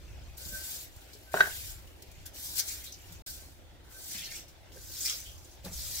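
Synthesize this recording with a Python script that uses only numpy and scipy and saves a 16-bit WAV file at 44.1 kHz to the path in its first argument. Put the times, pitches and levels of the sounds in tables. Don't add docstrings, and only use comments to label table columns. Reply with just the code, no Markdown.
import sys
import numpy as np
from scipy import signal
from scipy.fft import rfft, irfft
from scipy.io import wavfile
from scipy.ndimage import uniform_filter1d

SR = 44100
rng = np.random.default_rng(int(sys.argv[2]) if len(sys.argv) > 2 else 0)


def bounce(signal):
    frames = np.transpose(np.atleast_2d(signal))
    limited = np.clip(frames, -1, 1)
    pcm = np.round(limited * 32767).astype(np.int16)
    wavfile.write(sys.argv[1], SR, pcm)


def voltage_ratio(level):
    return 10 ** (np.asarray(level, float) / 20)


N = 264600

# touch_s, fastest_s, lift_s, hiss_db, slower_ends_db
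STROKES = [(0.395, 0.722, 0.84, -44, 7.5), (1.336, 1.53, 1.714, -46, 3.5), (2.352, 2.447, 2.73, -45, 7.5),
           (2.632, 2.686, 2.855, -43, 12.5), (3.25, 3.265, 3.64, -45.5, 31),
           (3.914, 4.126, 4.313, -45.5, 13.5), (4.156, 4.177, 4.186, -49.5, 1.5),
           (4.31, 4.365, 4.395, -52.5, 2.5), (4.728, 5.077, 5.325, -41.5, 21.5),
           (5.11, 5.22, 5.18, -51.5, 22), (5.73, 6.003, 6.54, -42.5, 5.5)]
# start_s, end_s, hiss_db
TRICKLE = [(-.1, 0.373, -71.5), (0.926, 1.301, -65.5), (1.805, 2.3, -69), (2.86, 3.157, -63.5),
           (1.74, 1.79, -62), (3.487, 3.589, -77.5), (3.6, 3.84, -77), (3.846, 3.901, -70.5),
           (4.45, 4.722, -74), (5.28, 5.552, -66), (5.652, 5.668, -55.5)]
# freq_hz, level_db (per Hz)
BRISTLE_COLOUR = [(1120, -23.5), (1900, -15.5), (2400, -14.5), (2660, -17), (3300, -8), (4650, -4.5),
                  (7650, -4.5), (10800, -6), (14900, -2.5), (16100, -6), (16500, -26)]
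# freq_hz, left_right_likeness (0 to 1)
HEAD_LIKENESS = [(1000, 0.3), (3000, 0.85), (6000, 0.13), (15000, 0.11)]
# time_s, spray_db (off the bristle tips), wave_db (heaped in front)
WATER_DEPTH = [(0, 5.5, 6), (.33, 5.5, 5.5), (.39, 1.5, -8), (.8, -1.5, -8), (1, 2.5, 0), (1.45, -0.5, -4),
               (1.75, -5, -8), (2.2, 6, 6), (2.45, 0, -11.5), (2.8, 0, -6.5), (2.9, 3.5, -1), (3.2, 3.5, 0),
               (3.3, 1.5, -13), (4.08, 0, -13), (4.16, 3, -1.5), (4.27, 7, 5), (4.4, 4.5, 0),
               (4.9, 3, -9.5), (5.2, 5, -5.5), (5.8, 3, -12.5)]
# freq_hz, level_db, t60_s
HUM_MODES = [(1452, -17, 0.08), (1550, -4, 0.075), (1640, -13, 0.08)]
# peak_s, level_db, fall_s (time to lose 10 dB)
PRESSES = [(.385, -58, 0.017), (.44, -59.5, 0.04), (.55, -51, 0.028), (.635, -57, 0.016),
           (.72, -60.5, 0.12), (1.31, -58, 0.036), (1.372, -44, 0.026), (1.44, -52.5, 0.077),
           (1.716, -65.5, 0.088), (2.262, -54.5, 0.013), (2.47, -67, 0.088), (2.6, -63, 0.16),
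           (2.77, -63, 0.091), (3.275, -56.5, 0.032), (3.4, -68, 0.1), (3.88, -69, 0.036),
           (3.92, -62, 0.032), (3.967, -57.5, 0.025), (4.03, -70, 0.044), (4.79, -63, 0.017),
           (4.825, -66, 0.028), (4.95, -68, 0.21)]
# time_s, pitch_hz
SQUEAK = [(.4, 1530), (.52, 1550), (.6, 1560), (.64, 1510), (.8, 1580), (1.27, 1545), (1.35, 1480),
          (1.4, 1580), (1.47, 1650), (1.55, 1540), (2.3, 1550), (3.3, 1555), (3.86, 1500), (3.92, 1525),
          (3.97, 1555), (4.04, 1505), (4.8, 1550), (6, 1550)]
# peak_s, level_db, fall_s (time to lose 10 dB), pitch_hz
GROANS = [
    (.548, -54, .035, 590),
    (.55, -64, .025, 670),
    (.556, -45, .026, 1546),
    (.597, -50, .018, 1549),
    (1.3, -56, .025, 1545),
    (3.965, -56, .03, 1550),
]
# start_s, peak_db, pitch_hz,
# t60_s, ring_over_spray_db
FLICKS = [(.296, -58, 10300, .03, 12), (.369, -41, 7300, .06, 0), (0.376, -35, 13500, 0.06, -5),
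          (.425, -43, 7400, .15, 14), (.449, -38, 4470, .05, 12), (.483, -37, 7000, .07, 10),
          (0.96, -44, 11900, 0.038, -12), (1.0145, -47, 3670, 0.039, -4), (1.129, -41.5, 4640, 0.11, 3),
          (1.316, -43, 7700, 0.069, -12), (1.8702, -46, 2880, 0.052, 1), (2.0203, -37.5, 5350, 0.033, -10),
          (2.069, -55, 4260, .085, 0), (2.113, -44.5, 7100, 0.037, -27), (2.254, -39, 8000, .04, -10),
          (2.258, -33.5, 11600, 0.088, -13), (2.356, -52, 6630, .064, -4), (2.585, -45, 1600, .1, 14),
          (2.73, -50, 1500, .1, 14), (2.838, -35, 7150, 0.12, -15), (2.921, -33, 5600, 0.035, 10),
          (2.937, -39, 5720, .06, 11), (3.048, -58, 6000, 0.057, -1), (3.0674, -50, 5610, 0.055, 0),
          (3.12, -38.5, 5980, 0.059, -15), (4.31, -37.5, 4800, 0.07, 9), (4.4783, -47, 5850, 0.17, -6),
          (4.716, -49, 3050, .04, 16), (5.07, -44, 1550, .16, 16), (5.1, -47, 1300, .1, 18),
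          (5.377, -47.5, 6000, .06, 3), (5.443, -45, 7200, .09, 8), (5.51, -52, 6000, .15, 16),
          (5.63, -50, 2500, .05, 14), (5.654, -44.5, 2300, .04, 14), (5.678, -43.5, 2200, .06, 14),
          (5.639, -50, 4000, .06, -7), (5.6452, -36.5, 4020, 0.11, -7)]
# start_s, peak_db, pitch_hz, t60_s, ring_over_spray_db
SPLASHES = [(2.55, -30, 7400, 0.16, -16), (2.563, -27, 5000, .12, -8), (2.578, -21.5, 8700, 0.086, -11),
            (2.591, -19, 5000, 0.059, -6), (2.586, -23, 5500, 0.068, 1), (2.597, -21, 6030, 0.033, 3),
            (2.58, -44.5, 2120, 0.092, 13), (2.676, -45, 2150, 0.23, 16), (2.67, -38, 4300, .25, 12),
            (2.676, -31.5, 6300, 0.085, 9), (2.684, -29.5, 7400, 0.073, 9), (2.855, -38, 3900, 0.2, 4),
            (4.099, -40, 5700, 0.17, 13), (4.147, -41, 2100, 0.1, 17), (4.175, -38.5, 3340, 0.18, 12),
            (4.211, -41, 3100, 0.18, 16), (4.24, -34.5, 5730, 0.08, 12), (4.252, -36, 4200, 0.12, 9),
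            (4.3, -47, 2190, 0.15, 14), (4.312, -48.5, 1570, 0.1, 19), (4.34, -40.5, 5600, 0.26, 16),
            (4.348, -37.5, 7800, 0.18, 19), (5.004, -28, 6540, 0.09, 10), (5.006, -30.5, 7700, 0.27, 20.5),
            (5.02, -36, 5200, .15, 7), (5.044, -27.5, 7600, .12, 12), (5.048, -25, 5250, 0.1, 13),
            (5.057, -26.5, 7550, 0.04, 14), (5.059, -19, 5000, 0.042, 14), (5.05, -35, 2280, 0.13, 12),
            (5.075, -32, 3330, 0.18, 19), (5.095, -38, 2380, 0.076, 17), (5.0971, -17, 6100, 0.016, 11),
            (5.107, -26, 5500, .03, 18), (5.123, -31.5, 5270, .06, 12), (5.2, -37, 5500, .04, 14),
            (5.262, -47, 3050, .03, 19), (5.24, -44, 3100, 0.4, 11), (5.36, -56, 5200, 0.08, 15)]
# start_s, peak_db, upper_over_lower_modes_db, rise_s, main_mode_hz
KNOCKS = [(1.3408, -17, -8, 0.00078, 1440), (1.344, -28, 13, 0.0019, 1460), (1.3473, -30, 8, 0.0019, 1560),
          (1.353, -32, 4, 0.0021, 1430), (1.359, -33, 0, 0.0022, 1480), (1.3645, -26, -1, 0.002, 1500),
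          (1.3719, -24, 15, 0.0011, 1514), (1.3813, -30, -6, 0.0015, 1570),
          (1.387, -30.5, 13, 0.0015, 1570), (1.392, -30.5, 10, .0015, 1565),
          (1.396, -26.5, 16, 0.0022, 1606), (1.4032, -19.5, -2.5, 0.00055, 1555),
          (1.4057, -8, 18.5, .0012, 1543), (1.409, -16, 14, 0.00084, 1567), (1.4205, -26, 18, 0.0013, 1704),
          (1.434, -26, 6.5, 0.001, 1500), (1.4395, -30, 11, 0.0013, 1690),
          (1.4523, -32.5, 16, 0.0015, 1658), (1.4564, -28.5, 14, 0.0013, 1635),
          (1.467, -33, 19, 0.0025, 1680), (1.471, -33, -8, 0.0015, 1540), (1.482, -40, 12.5, 0.0023, 1610),
          (1.494, -37.5, 13, 0.0029, 1495), (1.503, -43, 14, .003, 1560), (1.516, -41, 16, 0.0029, 1660),
          (1.529, -42, 16, .003, 1570), (1.545, -47, 17, .004, 1610), (4.77, -48, 0, 0.0023, 1600),
          (5.664, -45, -4, 0.0023, 1600), (5.671, -49, 0, .002, 1760)]
# freq_hz, level_db, t60_s
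HEAD_MODES = [(170, -14, 0.047), (276, -16, 0.037), (425, -11, 0.057), (527, -20, 0.027), (650, 0, 0.028),
              (740, 0, 0.018), (883, -3, 0.026), (1000, -4, 0.022), (1175, -14, 0.014), (1370, -18, 0.025),
              (1555, 3, 0.03), (1650, -4.5, .022), (1795, -15.5, 0.038), (1922, -12, 0.03),
              (2217, -23, 0.029), (2620, -18, 0.03), (3130, -18, 0.017), (3350, -22, .02),
              (3840, -20, 0.047), (4320, -26.5, 0.027), (5000, -28.5, 0.011), (5600, -20.5, 0.018)]
# start_s, peak_db, pitch_hz
THUDS = [(0.459, -45, 177), (.523, -44, 199), (1.15, -48, 422), (1.344, -31, 425), (1.351, -34, 400),
         (1.37, -39, 400), (1.42, -39, 392), (3.109, -43, 167), (4.089, -55.5, 175.4), (4.149, -44, 200),
         (4.201, -49, 171), (4.759, -46, 503), (4.767, -50.5, 400), (5.478, -53, 330), (5.525, -53, 350),
         (5.642, -44, 560), (5.664, -46, 820), (5.68, -48, 650), (5.646, -40, 139.8), (5.654, -41.5, 526),
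         (5.659, -34, 188), (5.676, -43, 192), (5.693, -46, 200), (5.71, -41, 170), (5.732, -57, 587),
         (5.735, -45, 81), (5.758, -31, 67.6), (5.791, -43, 71.6)]
# time_s, left_over_right_db
PAN = [(0, 1.5), (1.3, 1), (1.36, 8), (1.5, 1), (2.5, .5), (2.6, 4.5), (2.7, 0.5), (4.4, 0.5), (6, 1)]
# time_s, lag_samples
LAG = [(0, 5), (1, 8), (2, 7), (3.2, 7), (3.3, 5), (4.3, 4), (4.7, 0), (6, -1)]
# freq_hz, t60_s
WALLS = [(200, 0.17), (1000, 0.32), (4000, 0.14), (12000, 0.058)]
# peak_s, level_db, fall_s (time to lose 10 dB)
GUSTS = [(.05, -52, 0.4), (.14, -45, 0.24), (.3, -44.5, 0.04), (.5, -45, 0.15), (.72, -74, 3.5),
         (.82, -53.5, 0.4), (.97, -44, -0.25), (1.35, -54.5, 0.5), (1.55, -49, 0.2), (1.71, -46, 0.15),
         (1.87, -51.5, 0.27), (2.09, -49, 0), (2.2, -48.5, 0.16), (2.39, -45, -0.19), (2.51, -52.5, 0.17),
         (2.76, -49.5, 0.17), (3.2, -49, 0.36), (3.4, -56, 0.6), (3.63, -59, 0.5), (3.81, -56.5, 0.4),
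         (4.3, -53.5, 0.37), (4.7, -56, 0.24), (4.86, -50.5, 0.3), (5.31, -48.5, 0.22), (5.55, -71, 2),
         (5.67, -55, 0.14), (5.78, -44.5, 0.27), (5.89, -60, -2.5)]
# freq_hz, level_db (per Hz)
RUMBLE_COLOUR = [(8.8, -41), (15, -19), (32, -9), (54, 8.5), (108, -5.5), (135, -10.5), (200, -20.5),
                 (260, -29.5), (440, -120)]
# freq_hz, level_db (per Hz)
WASH_COLOUR = [(76, -29), (130, -5), (162, -19.5), (199, -10.5), (281, -6), (324, -1), (457, -12),
               (516, -6), (860, -11), (1120, -17.5), (1450, -14.5), (1780, -15.5), (3680, -17),
               (15200, -40.5), (16500, -52)]
# freq_hz, left_right_likeness (0 to 1)
YARD_LIKENESS = [(60, .55), (180, .58), (550, .45), (1650, .1), (5000, .1), (15000, .1)]
# freq_hz, left_over_right_db
TILT = [(40, 1), (300, -1.5), (600, -1), (2000, 0.5), (8000, -0.5), (13000, 2)]
# start_s, end_s
DROPOUT = (3.222, 3.2625)


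def sweep():
    bristles = voltage_ratio(4.8) * noise(BRISTLE_COLOUR, HEAD_LIKENESS, patchy_db=1.7, flicker_db=1.0)
    bristle_ring = voltage_ratio(-9.0) * bubbles(7150, 7610, 70, 120, 3.0, drift=.008, count=3)
    return contact() * (bristles + bristle_ring + pushed_water()) + ports(head_hum())


def contact():
    land_db_per_s, lift_db_per_s, drain_db_per_s = 702, 246.5, 119
    t = np.arange(0, N, 16) / SR
    power = 1e-9
    for touch, fastest, lift, db, ends_db in STROKES:
        slowness = np.interp(t, [touch, fastest, lift], [1, 0, 1])
        away_db = land_db_per_s * np.maximum(touch - t, 0) + lift_db_per_s * np.maximum(t - lift, 0)
        power = power + voltage_ratio(2 * (db - ends_db * slowness ** 1.044 - away_db))
    for start, end, db in TRICKLE:
        away_db = land_db_per_s * np.maximum(start - t, 0) + drain_db_per_s * np.maximum(t - end, 0)
        power = power + voltage_ratio(2 * (db - away_db))
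    return np.interp(np.arange(N) / SR, t, np.sqrt(power))


def pushed_water():
    fizz = np.sqrt(np.maximum(voltage_ratio(2 * along(WATER_DEPTH)) - voltage_ratio(2 * 0.5), .002))
    slosh = np.sqrt(np.maximum(voltage_ratio(2 * along(WATER_DEPTH, column=2)) - voltage_ratio(2 * -8.5), .001))
    small = bubbles(3565, 9290, 45, 3000, 3.1, count=12)
    big = bubbles(1300, 5847, 24, 1500, 3.2, count=12)
    return fizz * small + slosh * big


def bubbles(low_hz, high_hz, cycles, per_s, spread_db, drift=.05, count=20):
    out = np.zeros((2, N))
    size = voltage_ratio(spread_db * np.minimum(rng.exponential(1, N), 4)) * (rng.random(N) < per_s / SR)
    kind = rng.integers(0, count, N)
    places = rng.integers(-5, 6, count)
    share = signal.windows.tukey(count + 2, .95)[1:-1]
    for k, hz in enumerate(np.geomspace(low_hz, high_hz, count)):
        age = np.arange(1400) / SR * hz / cycles
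        ring = (1 - np.exp(-12 * age)) * np.exp(-3 * age)
        ring *= np.sin(2 * np.pi * cycles * age * (1 + 0.016 * age))
        ring = share[k] * ring / np.linalg.norm(ring)
        pops = signal.oaconvolve(np.float32(size * (kind == k)), np.float32(ring))[:N]
        out += [pops, np.roll(pops, places[k])]
    n = np.arange(N)
    warp = n.astype(float)
    for hz in (2.3, 5.9, 9.1):
        warp += drift * SR / (2 * np.pi * hz) * np.sin(2 * np.pi * (hz * n / SR + rng.random()))
    left, right = [np.interp(warp, n, side) for side in out]
    return evened(np.array([left, ports(right)[1]]))


def head_hum():
    unevenness = evened(uniform_filter1d(rng.standard_normal(N), 600))
    scrape = voltage_ratio(2.3 * unevenness) * rng.standard_normal(N)
    t = np.arange(3000) / SR
    ring = sum(voltage_ratio(db - 60 * t / t60) * np.sin(2 * np.pi * hz * t) for hz, db, t60 in HUM_MODES)
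    hum = evened(signal.oaconvolve(scrape, ring)[:N])
    hum /= np.sqrt(abs(uniform_filter1d(hum ** 2, 1200)) + .5)
    wander = 1 + .003 * evened(uniform_filter1d(scrape, 900) - uniform_filter1d(scrape, 6000))
    clock = np.float32(np.cumsum(wander) / SR)
    squeak = np.sin(2 * np.pi * np.cumsum(along(SQUEAK) * wander) / SR)
    out = (voltage_ratio(-2) * hum + voltage_ratio(-3.5) * squeak) * swells(PRESSES, lean=1.04)
    for s, db, fall_s, hz in GROANS:
        out += swells([(s, db, fall_s)], lean=0.88) * np.sin(np.float32(2 * np.pi * hz) * clock)
    return out


def flicks():
    return thrown_water(FLICKS, pitch_width=0.21, rise_s=.003)


def splashes():
    return thrown_water(SPLASHES, pitch_width=0.17, rise_share=0.042)


def thrown_water(rows, pitch_width, rise_s=0, rise_share=0):
    out = np.zeros((2, N))
    t = np.arange(6144) / SR
    hz = np.fft.rfftfreq(6144, 1 / SR)
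    for s, db, pitch_hz, t60, ring_db in rows:
        spray = rng.standard_normal((2, 6144))
        lumps = voltage_ratio(3.0 * evened(uniform_filter1d(spray[1, :len(hz)], 36)))
        patch = np.exp(-(np.log((hz + 1) / pitch_hz) / pitch_width) ** 2)
        colour = voltage_ratio(read(BRISTLE_COLOUR, hz)) + voltage_ratio(ring_db) * patch * lumps
        rise = max(rise_s + rise_share * t60, 2e-4)
        shape = (1 - np.exp(-(t / rise) ** 2)) * voltage_ratio(-60 * t / max(t60, .01))
        spray[1] = 0.065 * np.roll(spray[0], round(lag_at(s))) + 0.9 * spray[1]
        burst = evened(irfft(rfft(spray) * colour))
        add(out.T, s, (voltage_ratio(db - 7.5) * shape / shape.max() * burst).T)
    return out


def knocks():
    out = np.zeros((2, N))
    t = np.arange(2000) / SR
    hz, db, t60 = np.transpose(HEAD_MODES)[:, :, None]
    for s, peak_db, hard_db, rise, main_hz in KNOCKS:
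        luck = rng.standard_normal((4, len(HEAD_MODES), 1))
        hardness_db = .5 * hard_db * np.tanh((hz - 1250) / 250)
        level = voltage_ratio(db + 1.24 * luck[0] + hardness_db - 60 * t / t60)
        detune = np.where(abs(hz - 1600) < 250, main_hz / 1555, 1 + .02 * luck[1])
        late = (7 + 4 * luck[2] * (hz > 1800)) / SR
        smear = 900 * max(rise - .0008, 0) * luck[3]
        sides = []
        for delay in (0, late):
            modes = level * np.sin(2 * np.pi * hz * detune * (t - delay) + smear)
            sides.append(modes.sum(0))
        rise = max(rise, 2e-4)
        ring = np.array(sides) * (1 - np.exp(-(t / rise) ** 2))
        crack = .8 * uniform_filter1d(rng.standard_normal((2, len(t))), size=5, axis=1)
        crack *= np.exp(-t / 0.007) * min(0.0012 / rise, 1)
        add(out.T, s, voltage_ratio(peak_db) * (ring / abs(ring[0]).max() + .19 * crack).T)
    return out


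def thuds():
    out = np.zeros(N)
    t = np.arange(4096) / SR
    hz = np.fft.rfftfreq(4096, 1 / SR)
    for s, db, pitch_hz in THUDS:
        puff = rng.standard_normal(4096)
        puff = evened(irfft(rfft(puff) / (1 + (hz / 600) ** 1.2) * (hz > 120)))
        bump = np.sin(2 * np.pi * pitch_hz * t) + 0.3 * min(pitch_hz / 170, 1) ** 3 * puff
        fade = (1 - np.exp(-t / 0.00075)) * np.exp(-t / 0.016)
        add(out, s, voltage_ratio(db - 2.5) * fade * bump)
    return out


def patio(x):
    taps = np.zeros((6, 16000))
    at = np.arange(100, 15900, 20) + rng.integers(0, 20, (6, 790))
    np.put_along_axis(taps, at, rng.choice([-1., 1.], at.shape), 1)
    hz, t, z = signal.stft(taps, SR, nperseg=256)
    z = z * voltage_ratio(-60 * t / read(WALLS, hz)[:, None])
    tail = signal.istft(z, SR, nperseg=256)[1][:, :10000]
    tail = np.float32(tail / np.linalg.norm(tail[0]))
    phase = 7 * np.arange(N) / SR + np.arange(3)[:, None] / 3
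    turns = np.cos(2 * np.pi * phase) * np.sqrt(2 / 3)
    sent = np.float32(np.tile(x * turns, (2, 1)))
    echo = signal.oaconvolve(sent, tail, axes=1)[:, :N]
    return echo.reshape(2, 3, N).sum(1)


def yard():
    rumble = noise(RUMBLE_COLOUR, YARD_LIKENESS, patchy_db=1.5, flicker_db=0, size=2048)
    rumble /= np.sqrt(uniform_filter1d((rumble ** 2).mean(0), 3000) + 0.23)
    gusts = np.hypot(swells(GUSTS, lean=1.43), voltage_ratio(-62.5))
    wash = noise(WASH_COLOUR, YARD_LIKENESS, patchy_db=2.1, flicker_db=1.0, size=1024)
    return gusts * rumble + voltage_ratio(-58.5) * wash


def noise(colour, likeness, patchy_db, flicker_db, size=512):
    frames = N * 4 // size + 5
    hz = np.fft.rfftfreq(size, 1 / SR)
    a, b, c, d, patches = rng.standard_normal((frames, len(hz), 5)).T
    patches = evened(uniform_filter1d(uniform_filter1d(patches, 8, 0), 12, 1))
    flicker = evened(uniform_filter1d(rng.standard_normal(frames), 3))
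    lag_samples = lag_at(np.arange(frames) * size / 4 / SR)
    late = np.exp(-2j * np.pi * np.outer(hz / SR, lag_samples))
    same = np.clip(read(likeness, hz), -1, 1)[:, None]
    left = a + 1j * b
    z = np.array([left, same * late * left + np.sqrt(1 - same ** 2) * (c + 1j * d)])
    z *= voltage_ratio(read(colour, hz)[:, None] + patchy_db * patches + flicker_db * flicker)
    sound = signal.istft(np.complex64(z), nperseg=size, noverlap=size * 3 // 4)[1]
    return evened(sound[:, :N])


def ports(x):
    n = np.arange(N)
    heard = n - np.round(lag_at(n / SR)).astype(int)
    return np.array([x, x[np.clip(heard, 0, N - 1)]])


def lag_at(s):
    return np.interp(s, *np.transpose(LAG))


def swells(rows, lean):
    s, db, fall_s = np.transpose(rows)[:, :, None]
    n = np.arange(0, N, 64)
    since = (n / SR - s) / np.maximum(fall_s, .01)
    away = np.where(since < 0, -lean * since, since)
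    power = voltage_ratio(2 * (db - 10 * away ** 1.43)).sum(0)
    return np.sqrt(np.interp(np.arange(N), n, power))


def along(curve, column=1):
    columns = np.transpose(curve)
    return np.interp(np.arange(N) / SR, columns[0], columns[column])


def evened(x):
    return x / np.sqrt(np.mean(x ** 2) + 1e-20)


def read(points, hz):
    f, value = np.transpose(points)
    return np.interp(np.log(hz + 1), np.log(f + 1), value)


def add(mix, s, sound):
    part = mix[round(s * SR):][:len(sound)]
    part += sound[:len(part)]


def scene():
    sides = np.array([[.5], [-.5]])
    thrown = np.nan_to_num(flicks()) + np.nan_to_num(splashes())
    water = voltage_ratio(sides * along(PAN)) * (np.nan_to_num(sweep()) + thrown)
    blows = np.nan_to_num(knocks())
    near = voltage_ratio(-0.37) * water + blows * voltage_ratio([[2.1], [1.4]]) + ports(thuds())
    echo = patio(voltage_ratio(-6.5) * water[0] + voltage_ratio(-13.5) * blows[0])
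    return near + echo + np.nan_to_num(yard())


def low_pass(x):
    return signal.sosfilt(signal.butter(12, 15880, fs=SR, output="sos"), x)


def record(dry):
    tilt_db = read(TILT, np.fft.rfftfreq(N, 1 / SR))
    coloured = irfft(rfft(dry) * voltage_ratio(np.array([[.5], [-.5]]) * tilt_db), N)
    t = np.arange(N) / SR
    start, end = DROPOUT
    open_gate = np.clip(np.maximum(start - t, t - end) / 0.00061, 0, 1)
    treble_cut = signal.firwin(1023, 15800, window=("kaiser", 9), fs=SR)
    mix = signal.oaconvolve(coloured * open_gate, treble_cut[None], "same")
    return low_pass(mix)


dry = scene()
out = record(dry)
bounce(out)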